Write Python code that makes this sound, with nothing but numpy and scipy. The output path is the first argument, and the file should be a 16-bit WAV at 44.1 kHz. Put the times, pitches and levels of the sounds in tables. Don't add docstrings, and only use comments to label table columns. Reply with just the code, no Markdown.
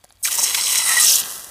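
import sys
import numpy as np
from scipy import signal
from scipy.fft import rfft, irfft, next_fast_len
from scipy.io import wavfile
from scipy.ndimage import map_coordinates

SR = 44100
rng = np.random.default_rng(int(sys.argv[2]) if len(sys.argv) > 2 else 0)


def bounce(signal):
    frames = np.transpose(np.atleast_2d(signal))
    limited = np.clip(frames, -1, 1)
    pcm = np.round(limited * 32767).astype(np.int16)
    wavfile.write(sys.argv[1], SR, pcm)


N = 66150

# freq_hz, gain_db
ROOM_EQ = [(20, -19), (55, 12), (75, 6), (100, 13), (135, -17), (200, -1.5), (400, -9.5), (1500, -26),
           (6000, -15), (15000, -18)]
# start_s, drive_db
TICK_HITS = [(.042, -27), (.0447, -23.5), (.0515, -36), (.091, -41), (.0993, -37.5), (.1248, -32.5),
             (.151, -51), (.2177, -37)]
# freq_hz, gain_db
TICK_EQ = [(100, -6.5), (450, -4.5), (750, 10), (1000, -5), (3400, -15), (4800, 3), (5900, -2), (7000, 4),
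           (9000, -5), (10300, 6), (12500, -18), (15400, -12)]
# start_s, drive_db
KNOCK_HITS = [(.0402, -34.5), (.0515, -42), (.1063, -37.5), (.172, -45.5)]
# freq_hz, gain_db
KNOCK_EQ = [(100, -5), (500, -8), (800, 17), (1050, 2), (1400, 10.5), (3400, 1.5), (4800, 10), (6000, -10),
            (15000, -3)]
# freq_hz, gain_db
SLOSH_EQ = [(30, -3), (70, 0), (210, 3), (400, -9), (1500, -29)]
# time_s, level_db
SIMMER_ENV = [(.22, -69), (.26, -49), (.4, -41.5), (.7, -43), (.95, -40.5), (1.1, -38), (1.22, -39),
              (1.33, -42), (1.42, -47), (1.5, -49)]
# freq_hz, gain_db
SIMMER_EQ = [(40, -13.5), (190, -7), (420, -4), (1200, 1.5), (1850, 0), (2300, -4), (5000, -65.5)]
# time_s, level_db
RING_ENV = [(.76, -110), (.82, -37), (.9, -26), (.962, -30), (.97, -21.5), (.99, -39), (1.04, -36.5),
            (1.1, -80)]
# freq_hz, width_hz, gain_db
RING_BANDS = [(906, 200, -11.5), (1300, 110, -7), (2020, 91, -2)]
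# start_s, length_s, pitch_hz, level_db
WHISTLE_NOTES = [(.885, .075, 1935, -31), (.908, .04, 1290, -36), (.967, .027, 1960, -17.5),
                 (.968, .02, 890, -33), (.993, .055, 1240, -33), (.995, .07, 1915, -33)]
# start_s, pitch_hz, life_s, level_db
LARGE_BUBBLES = [(0.252, 2270, 0.0083, -19), (.279, 1420, 0.012, -28), (0.382, 959, 0.015, -25),
                 (0.396, 571, 0.0071, -35.5), (0.427, 880, 0.0048, -27.5), (.434, 536, 0.0093, -38),
                 (.574, 939, 0.017, -30.5)]
# start_s, pitch_hz, life_s, level_db
SMALL_BUBBLES = [(.391, 6140, 0.0022, -12), (.396, 7020, 0.0033, -21), (.604, 6130, 0.003, -23),
                 (.6095, 5050, .005, -17), (.6145, 6700, 0.0034, -25), (.669, 3000, 0.0039, -16),
                 (1.1995, 6920, .003, -20)]
# freq_hz, width_hz, gain_db
JET_BANDS = [(9100, 2900, 0)]
# freq_hz, gain_db
DRAIN_EQ = [(1000, -44), (2250, -4), (2600, 7.5), (3300, 9), (4000, 7), (5200, 4.5), (7000, 2.5),
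            (15000, -30)]
# start_s, drive_db
DROPLET_POPS = [(.8435, -2), (1.306, -10), (1.3126, -9), (1.3225, -10), (1.379, -11), (1.3955, -14),
                (1.4454, -11)]
# start_s, length_s, level_db
SPIT_BURSTS = [(0.274, 0.0062, -21), (0.5445, 0.0096, -16), (0.674, 0.008, -44), (0.754, 0.0086, -18)]
# freq_hz, gain_db
SPIT_EQ = [(200, -35), (900, -4.5), (1600, 0), (2100, 7), (3000, 6.5), (4100, 6), (4700, 3), (6400, 6),
           (8200, 1), (11000, 3), (15400, -11)]
# start_s, length_s, level_db
SURGE_BURSTS = [(0.228, 0.0053, -31), (0.248, 0.012, -17.5), (0.323, 0.0095, -20.5), (0.341, 0.0087, -20.5),
                (0.352, 0.0045, -15), (0.358, 0.0061, -22), (0.374, 0.017, -19.5), (0.394, 0.0095, -15),
                (0.414, 0.016, -20.5), (0.429, 0.0194, -15), (0.722, 0.0091, -17), (0.774, 0.017, -17),
                (1.156, 0.0028, -9.5), (1.186, 0.012, -27)]
# freq_hz, gain_db
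SURGE_EQ = [(2000, -24), (4000, -13.5), (4900, -6.5), (5500, 4.5), (6600, 7), (7500, 3.5), (8400, 7.5),
            (10500, -5), (15400, -5.5)]
# time_s, pitch_hz, level_db
SPUTTER_ENV = [(.992, 11550, -34), (1, 9500, -5), (1.018, 7300, -12), (1.05, 7030, -7), (1.085, 5864, -8.5),
               (1.125, 6050, -8), (1.145, 5550, -15), (1.163, 6720, -6.5), (1.18, 7900, -38)]
# time_s, depth_ratio
FLUTTER_ENV = [(1.16, 1.01), (1.21, 0.64)]
# time_s, level_db, pitch_ratio
BOIL_ENV = [(.228, -66, 1.16), (.25, -34.5, 1.04), (.3, -33, 0.97), (.42, -34, 0.98), (.47, -27, 1.05),
            (.53, -30.5, 1), (.57, -26, 1.03), (.65, -31.5, 1.094), (.68, -30, 1.054), (.77, -24, 1.02),
            (.84, -33, 1), (.91, -29, 0.91), (.99, -26, 1.01), (1.04, -44, 0.82), (1.1, -51, 0.79),
            (1.2, -88, 1)]
# freq_hz, width_hz, gain_db
BOIL_BANDS = [(955, 236, -5.5), (1430, 110, -9.5), (1984, 153, 2), (2900, 430, 2.5), (3350, 370, -1),
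              (3940, 120, 2)]
# time_s, level_db
SIZZLE_ENV = [(.222, -70), (.236, -10.5), (.255, -25.5), (.3, -36), (.37, -41), (.39, -31.5), (.46, -21),
              (.53, -27.5), (.6, -23.5), (.65, -21), (.72, -22.5), (.79, -20), (.82, -25), (.88, -23),
              (.96, -21), (1.02, -17.5), (1.11, -21), (1.19, -51), (1.23, -54), (1.28, -73)]
# freq_hz, width_hz, gain_db
SIZZLE_BANDS = [(3980, 72, 3.5), (5444, 360, 1.5), (6535, 155, 3.5), (7956, 460, 3), (8740, 850, -2),
                (9700, 640, -4.5)]
# time_s, level_db
FIZZ_ENV = [(0, -82), (.178, -74), (.197, -51), (.226, -52), (.229, -23.5), (.255, -20.5), (.3, -24),
            (.44, -26), (.5, -27), (.57, -23.5), (.62, -28.5), (.72, -21.5), (.83, -29), (.89, -23),
            (.97, -22), (1.01, -23.5), (1.16, -16.5), (1.18, -20.5), (1.2, -17), (1.228, -32.5),
            (1.31, -30), (1.4, -35), (1.5, -40)]
# freq_hz, gain_db
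FIZZ_EQ = [(300, -28.5), (1500, -14.5), (2300, -23.5), (2800, 2), (3400, 0), (4500, -1.5), (5500, 2.5),
           (9500, 4), (12500, 2.5), (15400, -1.5)]

CONTACT_S = 0.2382
TIME_S = np.arange(N) / SR


def amp(db):
    return 10 ** (np.asarray(db) / 20)


def unit(x):
    return x / np.sqrt(np.mean(x ** 2) + 1e-20)


def curves(rows):
    times_s, *columns = np.transpose(rows)
    return [np.interp(TIME_S, times_s, column) for column in columns]


def wobble(rate_hz):
    return map_coordinates(rng.standard_normal(4000), [TIME_S * rate_hz + 2], mode="wrap")


def sine(pitch_hz):
    return np.sin(2 * np.pi * np.cumsum(pitch_hz) / SR)


def puff(start_s, length_s, edge=0.13):
    age = (TIME_S - start_s) / length_s
    return np.clip(age / edge, 0, 1) * np.exp(-np.maximum(age - 1 + edge, 0) / edge)


def swell(centre_s, sigma_s):
    return np.exp(-.5 * ((TIME_S - centre_s) / sigma_s) ** 2)


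def filtered(x, response):
    size = 2 * next_fast_len(N)
    return irfft(rfft(x, size) * response(np.fft.rfftfreq(size, 1 / SR)), size)[:N]


def coloured(x, eq):
    def response(hz):
        freq_hz, gain_db = np.transpose(eq)
        gain = amp(np.interp(np.log(hz + 1), np.log(freq_hz), gain_db))
        cepstrum = irfft(np.log(gain))
        half = len(cepstrum) // 2
        cepstrum[1:half] *= 2
        cepstrum[half + 1:] = 0
        return np.exp(rfft(cepstrum))
    return filtered(x, response)


def resonate(x, bands):
    def response(hz):
        total = 0
        for k, (freq_hz, width_hz, gain_db) in enumerate(bands):
            damping = 1j * hz * width_hz
            total += (-1) ** k * amp(gain_db) * damping / (freq_hz ** 2 - hz ** 2 + damping)
        return total
    return filtered(x, response)


def highpass(x, edge_hz, order):
    return signal.sosfilt(signal.butter(order, edge_hz, "high", fs=SR, output="sos"), x)


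def crackle(rate_hz, spread_db):
    fires = rng.random(N) < rate_hz / SR
    return fires * rng.standard_normal(N) * amp(spread_db * rng.standard_normal(N))


def strikes(hits, t60_s):
    out = np.zeros(N)
    for start_s, drive_db in hits:
        decay = amp(drive_db - 60 * np.abs(TIME_S - start_s) / t60_s) * (TIME_S >= start_s)
        out += decay * rng.choice([-1, 1], N)
    return out


def room(x, t60_s=0.043, echo_db=-11, hum_hz=55, hum_db=-62.5, noise_db=-62):
    tail_s = np.arange(SR // 3) / SR
    tail = rng.standard_normal(len(tail_s)) * amp(-60 * tail_s / t60_s)
    echo = signal.fftconvolve(x, tail / np.linalg.norm(tail))[:N]
    hum = amp(hum_db + 3.5 * wobble(21.2)) * np.sin(2 * np.pi * hum_hz * TIME_S + wobble(5.53))
    noise = amp(noise_db) * unit(coloured(rng.standard_normal(N), ROOM_EQ))
    return amp(echo_db) * echo + hum + noise


def ticks(crackle_db=-65):
    faint = amp(crackle_db) * unit(crackle(rate_hz=150, spread_db=2)) * (TIME_S < CONTACT_S)
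    bright = coloured(strikes(TICK_HITS, t60_s=0.002) + faint, TICK_EQ)
    return bright + coloured(strikes(KNOCK_HITS, t60_s=0.004), KNOCK_EQ)


def slosh(level_db=-49):
    noise = unit(coloured(rng.standard_normal(N), SLOSH_EQ))
    return amp(level_db) * puff(start_s=1.215, length_s=0.021) * noise


def simmer():
    level_db, = curves(SIMMER_ENV)
    return amp(level_db) * unit(coloured(crackle(rate_hz=7000, spread_db=0), SIMMER_EQ))


def ring():
    level_db, = curves(RING_ENV)
    ringing = resonate(rng.standard_normal(N), RING_BANDS)
    return amp(level_db) * unit(highpass(ringing, edge_hz=565, order=3))


def whistles(sag_per_s=0.39, waver_ratio=0.0115, waver_db=3):
    out = np.zeros(N)
    for start_s, length_s, pitch_hz, level_db in WHISTLE_NOTES:
        glide_hz = pitch_hz * (1 - sag_per_s * (TIME_S - start_s) + waver_ratio * wobble(250))
        out += amp(level_db + waver_db * wobble(140)) * puff(start_s, length_s) * sine(glide_hz)
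    return out


def bubbles(rows, rough_ratio, rough_db=2, sag_ratio=.07):
    out = np.zeros(N)
    for start_s, pitch_hz, life_s, level_db in rows:
        growth = np.clip((TIME_S - start_s) / life_s - .5, -1, 1)
        glide_hz = pitch_hz * (1 - sag_ratio * growth + rough_ratio * wobble(900))
        envelope = amp(level_db + rough_db * wobble(700)) * puff(start_s, life_s, edge=0.17)
        out += envelope * sine(glide_hz)
    return out


def jet(flutter, level_db=-21, flutter_db=1.5):
    hiss = unit(resonate(resonate(rng.standard_normal(N), JET_BANDS), JET_BANDS))
    return amp(level_db + flutter_db * flutter) * swell(centre_s=0.894, sigma_s=0.05) * hiss


def drain(flutter, level_db=-23.5, flutter_db=1.2):
    hiss = unit(coloured(crackle(rate_hz=4300, spread_db=-7), DRAIN_EQ))
    return amp(level_db + flutter_db * flutter) * swell(centre_s=1.112, sigma_s=0.078) * hiss


def pops():
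    pulses = np.zeros(N)
    for start_s, drive_db in DROPLET_POPS:
        pulses[round(start_s * SR)] = amp(drive_db)
    return coloured(pulses, FIZZ_EQ)


def spits():
    envelope = sum(amp(db) * puff(start_s, length_s, edge=0.12) for start_s, length_s, db in SPIT_BURSTS)
    return envelope * unit(coloured(crackle(rate_hz=9200, spread_db=1), SPIT_EQ))


def surges():
    envelope = sum(amp(db) * puff(start_s, length_s) for start_s, length_s, db in SURGE_BURSTS)
    return envelope * unit(coloured(crackle(rate_hz=9000, spread_db=1), SURGE_EQ))


def sputter(gap_s=0.0035, rise_s=0.00073, size_db=2, detune_ratio=.09, rough_ratio=.06, splash_db=-5):
    pitch_hz, level_db = curves(SPUTTER_ENV)
    first_s, last_s = SPUTTER_ENV[0][0], SPUTTER_ENV[-1][0]
    gaps, sizes, detunes = rng.standard_normal((60, 3)).T
    starts_s = first_s + np.cumsum(gap_s * np.exp(0.27 * gaps))
    pulses = np.zeros(N)
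    for start_s, size in zip(starts_s, sizes):
        age = np.maximum(TIME_S - start_s, 0) / rise_s
        pulses += amp(size_db * size) * (age * np.exp(1 - age)) ** 2 * (start_s < last_s)
    bend = detune_ratio * np.interp(TIME_S, starts_s, detunes) + rough_ratio * wobble(1500)
    splash = amp(splash_db) * unit(coloured(rng.standard_normal(N), FIZZ_EQ))
    return amp(level_db) * pulses * (sine(pitch_hz * np.exp(bend)) + splash)


def boil(flutter, flutter_db=1.5):
    level_db, pitch_ratio = curves(BOIL_ENV)
    ringing = highpass(resonate(crackle(rate_hz=3000, spread_db=0), BOIL_BANDS), edge_hz=380, order=3)
    drifting = map_coordinates(ringing, [np.cumsum(pitch_ratio)], mode="mirror")
    return amp(level_db + flutter_db * flutter) * unit(drifting)


def sizzle(flutter, flutter_db=0.6):
    level_db, = curves(SIZZLE_ENV)
    ringing = resonate(crackle(rate_hz=9000, spread_db=-1), SIZZLE_BANDS)
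    return amp(level_db + flutter_db * flutter) * unit(highpass(ringing, edge_hz=3260, order=4))


def fizz(flutter, flutter_db=1.5):
    level_db, = curves(FIZZ_ENV)
    hiss = unit(coloured(crackle(rate_hz=20000, spread_db=-1), FIZZ_EQ))
    return amp(level_db + flutter_db * flutter) * hiss


def wetting(x, open_s=0.011, edge_hz=8600):
    wet = np.clip((TIME_S - CONTACT_S) / open_s, 0, 1) ** 2
    treble = filtered(x, lambda hz: 1 - 1 / (1 + (hz / edge_hz) ** 4))
    return wet * x + (1 - wet) * treble


def hollow(x, start_s=1.114, fade_s=0.067, notch_hz=2206, width_hz=210):
    risen = np.clip((TIME_S - start_s) / fade_s, 0, 1)
    band = filtered(x, lambda hz: np.exp(-((hz - notch_hz) / (width_hz / 2)) ** 2))
    return x - risen * band


def scene():
    depth, = curves(FLUTTER_ENV)
    flutter = unit(wobble(420) + wobble(110)) * depth
    plops = bubbles(LARGE_BUBBLES, rough_ratio=.085) + bubbles(SMALL_BUBBLES, rough_ratio=.07)
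    hiss = wetting(fizz(flutter) + sizzle(flutter) + surges())
    in_pool = hiss + boil(flutter) + simmer() + ring() + whistles() + spits() + plops
    lift = sputter() + drain(flutter) + slosh() + pops() + jet(flutter)
    direct = hollow(in_pool + lift) + ticks()
    return (direct + room(direct))[None]


def record(dry, top_hz=15480, ceiling=.8):
    def lowpass(hz):
        return 1 / np.sqrt(1 + (hz / top_hz) ** 300)
    x = filtered(dry[0], lowpass)
    rounded = x / (1 + np.abs(x / ceiling) ** 6) ** (1 / 6)
    return filtered(rounded, lowpass)[None]


dry = scene()
out = record(dry)
bounce(out)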